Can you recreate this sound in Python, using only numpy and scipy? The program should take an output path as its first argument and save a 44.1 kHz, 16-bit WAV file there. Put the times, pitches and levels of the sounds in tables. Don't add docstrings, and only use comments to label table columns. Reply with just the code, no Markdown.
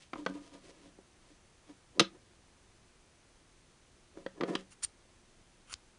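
import sys
import numpy as np
from scipy import signal
from scipy.fft import rfft, irfft, next_fast_len
from scipy.io import wavfile
from scipy.ndimage import uniform_filter1d

SR = 44100
rng = np.random.default_rng(int(sys.argv[2]) if len(sys.argv) > 2 else 0)


def store_pcm(level_fs):
    pcm = np.round(np.clip(level_fs, -1, 1) * 32767).astype(np.int16)
    wavfile.write(sys.argv[1], SR, np.atleast_2d(pcm).T)


def volts(x):
    e = np.asarray(x, float) / 20
    return 10 ** e


N = 263718
BOARD_LOW_HZ = 178
WIDTH_TO_T60 = np.log(1000) / np.pi


def unit(x):
    return x / np.sqrt(np.mean(x ** 2))


def decay(t, t60):
    return np.exp(-np.log(1000) * t / t60)


def ring(hz, db, t60, size=8192):
    t = np.arange(size) / SR
    hz, db, t60 = (np.asarray(v)[:, None] for v in (hz, db, t60))
    return np.sum(volts(db) * decay(t, np.maximum(t60, .001)) * np.sin(2 * np.pi * hz * t), axis=0)


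def conv(x, h):
    return signal.fftconvolve(x, h)[:len(x)]


def band(x, lo_hz, hi_hz, order=2):
    return signal.sosfilt(signal.butter(order, [lo_hz, hi_hz], "band", fs=SR, output="sos"), x)


def above(x, hz):
    return signal.sosfilt(signal.butter(4, hz, "high", fs=SR, output="sos"), x)


def gains(rows, roundness):
    out, t = np.zeros(N), np.arange(N) / SR
    for peak_s, rise_s, fall_s, db in rows:
        away = np.where(t < peak_s, (peak_s - t) / rise_s, (t - peak_s) / fall_s)
        stroke = volts(db - 20 * np.minimum(away, 3) ** roundness)
        out = np.maximum(out, stroke)
    return out


def grit(rate_hz, spread_db):
    hit = rng.random(N) < rate_hz / SR
    sign = rng.choice([-1., 1.], N)
    return hit * sign * volts(spread_db * rng.exponential(size=N))


def add(out, s, sound):
    i = int(s * SR)
    out[i:i + len(sound)] += sound[:N - i]


# f/Hz, t60/s, level touched at near edge/dB, level touched mid-board/dB
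TABLE = [(190, 0.23, -13, -10.5), (316, 0.068, -7, -13), (338, 0.065, -15, 0.5), (391.7, 0.089, -17, -0.5),
         (461.6, 0.061, -11, -3.5), (545.6, 0.107, -7.5, -3.5), (670, 0.082, -12, -8.5),
         (958, 0.036, -6, -6), (1218, 0.1452, -21, -18.5), (1700, .04, -20, -14.5)]


def board(place, scatter_db=0.):
    hz, t60, *db = np.transpose(TABLE)
    return above(ring(hz, db[place] + scatter_db, t60), BOARD_LOW_HZ)


# f/Hz, level/dB, t60/s
SCISSORS = [(1090, -37, 0.05), (1270, 5.5, 0.073), (1653, -2.5, 1.5), (1980, -3, 0.041), (2309, -20, 0.04),
            (2530, -30, 0.065), (3228, -34, 0.041), (3480, -8, 0.023), (3817, -7.5, 0.11),
            (4330, -13, 0.043), (4700, -7, 0.019), (5230, -4.5, 0.034), (6040, -9.5, 0.018),
            (6400, -1, 0.039)]


def knock(place, rattle_s, peak_db, board_db, contact_hz, thud_hz):
    scatter_db, damped_t60_s, low_hz = 2.5, 0.0067, 600
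    t = np.arange(1024) / SR
    chatter = (rng.random(len(t)) < .3) * rng.standard_normal(len(t))
    chatter[0] = 1.6
    chatter *= np.exp(-(t / rattle_s) ** 2)

    force = band(np.pad(chatter, (0, 7168)), contact_hz / 1.61, contact_hz * 1.17, order=1)
    force = above(force, low_hz)

    hz, db, t60 = np.transpose(SCISSORS)
    db = db + scatter_db * rng.standard_normal(len(hz))
    steel = conv(force, ring(hz, db, np.minimum(t60, damped_t60_s)))
    low_pass = signal.butter(2, min(2.3 * contact_hz, 9000), fs=SR)
    top = signal.lfilter(*low_pass, unit(steel) + 1.2 * unit(force))

    thud = above(ring([thud_hz], [4], [.045]), BOARD_LOW_HZ)
    wood = thud + board(place, scatter_db * rng.standard_normal(len(TABLE)))
    wood = conv(wood, np.hanning(int(0.0011 * SR)))
    top = volts(peak_db + 2.5) * top / np.abs(top).max()
    return top + volts(board_db + 8) * wood / np.abs(wood).max()


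# t/s, scissors peak/dB, board level/dB, contact f/Hz, thud f/Hz
KNOCKS_EDGE = [
    (0.1328, -31.5, -44, 1700, 332),
    (0.157, -39.5, -44, 1210, 300),
    (0.2625, -23.5, -34, 1990, 515),
    (0.2672, -33.5, -36, 1310, 638),
    (0.987, -59, -53, 890, 380),
    (4.2625, -33, -35.5, 2040, 522),
]
KNOCKS_MID = [
    (1.973, -64, -47, 900, 520),
    (1.983, -77, -42.5, 883, 315.3),
    (4.1725, -53, -48, 1500, 325),
    (4.4025, -68, -41.5, 900, 388),
    (4.4092, -31, -33.5, 1740, 360),
    (4.4232, -42, -32.5, 900, 345),
    (4.4347, -30.5, -28.5, 2060, 490),
    (4.552, -22, -33.5, 2960, 296),
]
DROP = [
    (1.9954, -8.5, -32.5, 4200, 1110),
    (1.997, -9.5, -26, 3600, 440),
    (2.0009, -12, -24, 3200, 670),
    (2.0030, -11, -28.5, 4000, 425),
    (2.0094, -25.5, -25.5, 3485, 190),
]


def knocks():
    out = np.zeros(N)
    # place, chatter/s, blows
    groups = (0, 0.0058, KNOCKS_EDGE), (1, 0.0065, KNOCKS_MID), (1, .0028, DROP)
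    for place, rattle_s, rows in groups:
        for s, *blow in rows:
            add(out, s, knock(place, rattle_s, *blow))
    return out


# peak t/s, rise/s, fall/s, board level/dB, scuff level/dB
SLIDES_EDGE = [(.022, 0.042, 0.054, -79, -60), (.19, 0.062, 0.062, -49.5, -60.5),
               (.29, 0.028, 0.053, -48.5, -61.5), (.357, 0.043, 0.064, -50.5, -61.5),
               (.47, 0.12, 0.044, -58.5, -63), (.548, 0.064, 0.055, -53.5, -61),
               (.856, 0.092, 0.059, -59.5, -65.5), (1.292, .1, 0.12, -66.5, -69.5),
               (1.698, 0.046, 0.041, -57, -67)]
SLIDES_MID = [(.66, 0.048, 0.06, -57, -61), (0.697, 0.048, 0.034, -54, -60.5), (.77, .1, 0.11, -62.5, -70),
              (1.975, 0.045, 0.018, -52, -76), (2.154, 0.049, .04, -55.5, -83),
              (4.18, 0.053, 0.094, -53.5, -69.5), (4.377, 0.03, .04, -50, -74),
              (4.457, 0.023, 0.049, -43, -70), (4.494, 0.034, 0.046, -32.5, -54.5),
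              (4.535, 0.023, .03, -36, -57), (4.59, 0.04, 0.058, -53.5, -61)]


def slides():
    out = 0
    for place, rows in enumerate((SLIDES_EDGE, SLIDES_MID)):
        slips = unit(grit(4000, spread_db=0.0))
        response = board(place)
        response = response / np.sqrt(np.sum(response ** 2))
        push = gains([row[:4] for row in rows], roundness=1.42)
        out = out + conv(slips * push, response)
        scuff = unit(band(grit(3500, spread_db=2.5), 1500, 5000, order=1))
        out = out + scuff * gains([row[:3] + row[4:] for row in rows], roundness=1.7)
    return out


# peak t/s, rise/s, fall/s, level/dB, pitch f/Hz
JUDDER = [(0.144, 0.016, 0.025, -47.5, 279), (.197, .02, .03, -44, 298), (0.232, 0.051, .03, -44, 296),
          (.303, 0.021, .03, -40, 281), (0.321, 0.035, .02, -45.5, 281), (.362, 0.037, 0.055, -41.5, 297),
          (.39, .04, 0.074, -48.5, 292), (.545, 0.027, 0.051, -52.5, 286), (.866, 0.058, 0.06, -60.5, 286),
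          (1.316, 0.021, 0.024, -60.5, 291), (1.707, 0.02, 0.023, -49, 293)]


def judder():
    rows = np.array(JUDDER)
    hz = np.interp(np.arange(N) / SR, rows[:, 0], rows[:, -1])
    uneven = unit(uniform_filter1d(rng.standard_normal(N), size=300))
    phase = 2 * np.pi * np.cumsum(hz * (1 + 0.016 * uneven)) / SR
    hum = np.sin(phase) * volts(2.1 * uneven)
    return np.sqrt(2) * hum * gains(rows[:, :-1], roundness=1.8)


# f/Hz, width/Hz, level/dB
BLADES = [(1350, 310, -15.5), (2860, 860, -13), (4700, 640, 1), (5760, 780, 3.5), (7100, 1060, 9),
          (8800, 500, 2), (9320, 340, -2)]
# peak t/s, rise/s, fall/s, shear level/dB, low share/dB
SNIPS = [
    (4.724, 0.022, 0.022, -56.5, -4.5),
    (4.8253, 0.0023, .012, -51, -1.5),
    (4.842, 0.017, 0.015, -35, -22.5),
    (5.69, .03, .02, -67, 4),
    (5.712, 0.026, 0.022, -56.5, 3.5),
    (5.727, 0.015, 0.019, -48.5, -2),
]
# t/s, peak/dB, ring f/Hz, ring width/Hz, thump level/dB
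STOPS = [(4.8314, -36, 4600, 700, -76), (4.8356, -28, 7100, 500, -75), (4.839, -22, 9020, 600, -61),
         (4.8446, -27, 4700, 900, -62), (4.847, -21, 8800, 499.6, -53), (5.724, -45, 9320, 3000, -80.5),
         (5.7284, -30, 5350, 2500, -79), (5.7328, -37, 8000, 4000, -80), (5.7394, -22, 4660, 3980, -47.5),
         (5.7399, -25.5, 6340, 2500, -71), (5.7413, -31, 4550, 2500, -72)]


def stop(peak_db, ring_hz, width_hz, thump_db):
    t = np.arange(2048) / SR
    swell = np.sin(np.pi * np.clip(t * width_hz, 0, 1))
    rough = 1 + 1.23 * rng.standard_normal(len(t))
    rub = rough * np.sin(2 * np.pi * ring_hz * t) * swell
    tick = conv(rub, ring([ring_hz], [0], [WIDTH_TO_T60 / width_hz], size=2048))
    out = volts(thump_db) * ring([70], [0], [.08], size=4096)
    out[:len(tick)] += volts(peak_db) * tick / np.abs(tick).max()
    return out


def snips():
    hz, width_hz, db = np.transpose(BLADES)
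    t60 = WIDTH_TO_T60 / width_hz
    fibres = above(grit(6000, spread_db=2.5), 1300)
    high = unit(conv(fibres, ring(hz[2:], db[2:], t60[2:], size=1024)))
    low = unit(conv(fibres, ring(hz[:2], db[:2], t60[:2], size=1024)))
    highs = [row[:-1] for row in SNIPS]
    lows = [(*shape, shear_db + low_db) for *shape, shear_db, low_db in SNIPS]
    out = high * gains(highs, roundness=2.0) + low * gains(lows, roundness=1.7)
    for s, *hit in STOPS:
        add(out, s, stop(*hit))
    return out


# f/Hz, t60/s
ROOM = [(300, 0.24), (1000, .15), (2000, 0.2), (3500, 0.17), (5200, 0.15), (7500, 0.14)]


def room(x):
    t = np.arange(16384) / SR
    tail = np.zeros(len(t))
    for hz, t60 in ROOM:
        noise = band(rng.standard_normal(len(t)), hz / 1.9, min(hz * 1.12, 15000))
        tail += noise * decay(t, t60)
    tail *= np.clip(t / 0.0012, 0, 1)
    return conv(x, volts(-17) * tail / np.sqrt(np.sum(tail ** 2)))


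# f/Hz, level per Hz/dB
HISS = [(12, -40), (20, 0.5), (61, -5.5), (221, -11.5), (870, -19), (6130, -26), (9850, -28), (11000, -33)]


def hiss():
    hz, db = np.transpose(HISS)
    size = next_fast_len(N)
    bin_hz = np.fft.rfftfreq(size, 1 / SR)
    colour = volts(np.interp(np.log(bin_hz + 1), np.log(hz), db))
    noise = irfft(rfft(rng.standard_normal(size)) * colour, size)[:N]
    return volts(-63.5) * unit(noise)


# f/Hz, width/Hz, level/dB
WHINE = [(6175, 342, -84), (355, 30, -78.5)]


def whine():
    out = np.zeros(N)
    for hz, width_hz, db in WHINE:
        noise = band(rng.standard_normal(N), hz - width_hz / 2, hz + width_hz / 2)
        out += volts(db) * unit(noise)
    return out


def scene():
    table = slides() + judder() + knocks()
    blades = snips()
    tail = room(table + volts(-6.5) * blades)
    return (table + blades + tail + hiss() + whine())[None]


def roll_off(x):
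    return signal.sosfilt(signal.butter(12, 11100, fs=SR, output="sos"), x)


def record(dry):
    top_hz, clip_at = 10230, .46
    x = signal.sosfilt(signal.cheby1(8, .5, top_hz, fs=SR, output="sos"), dry)
    mix = clip_at * np.tanh(x / clip_at)
    return roll_off(mix)


dry = scene()
out = record(dry)
store_pcm(out)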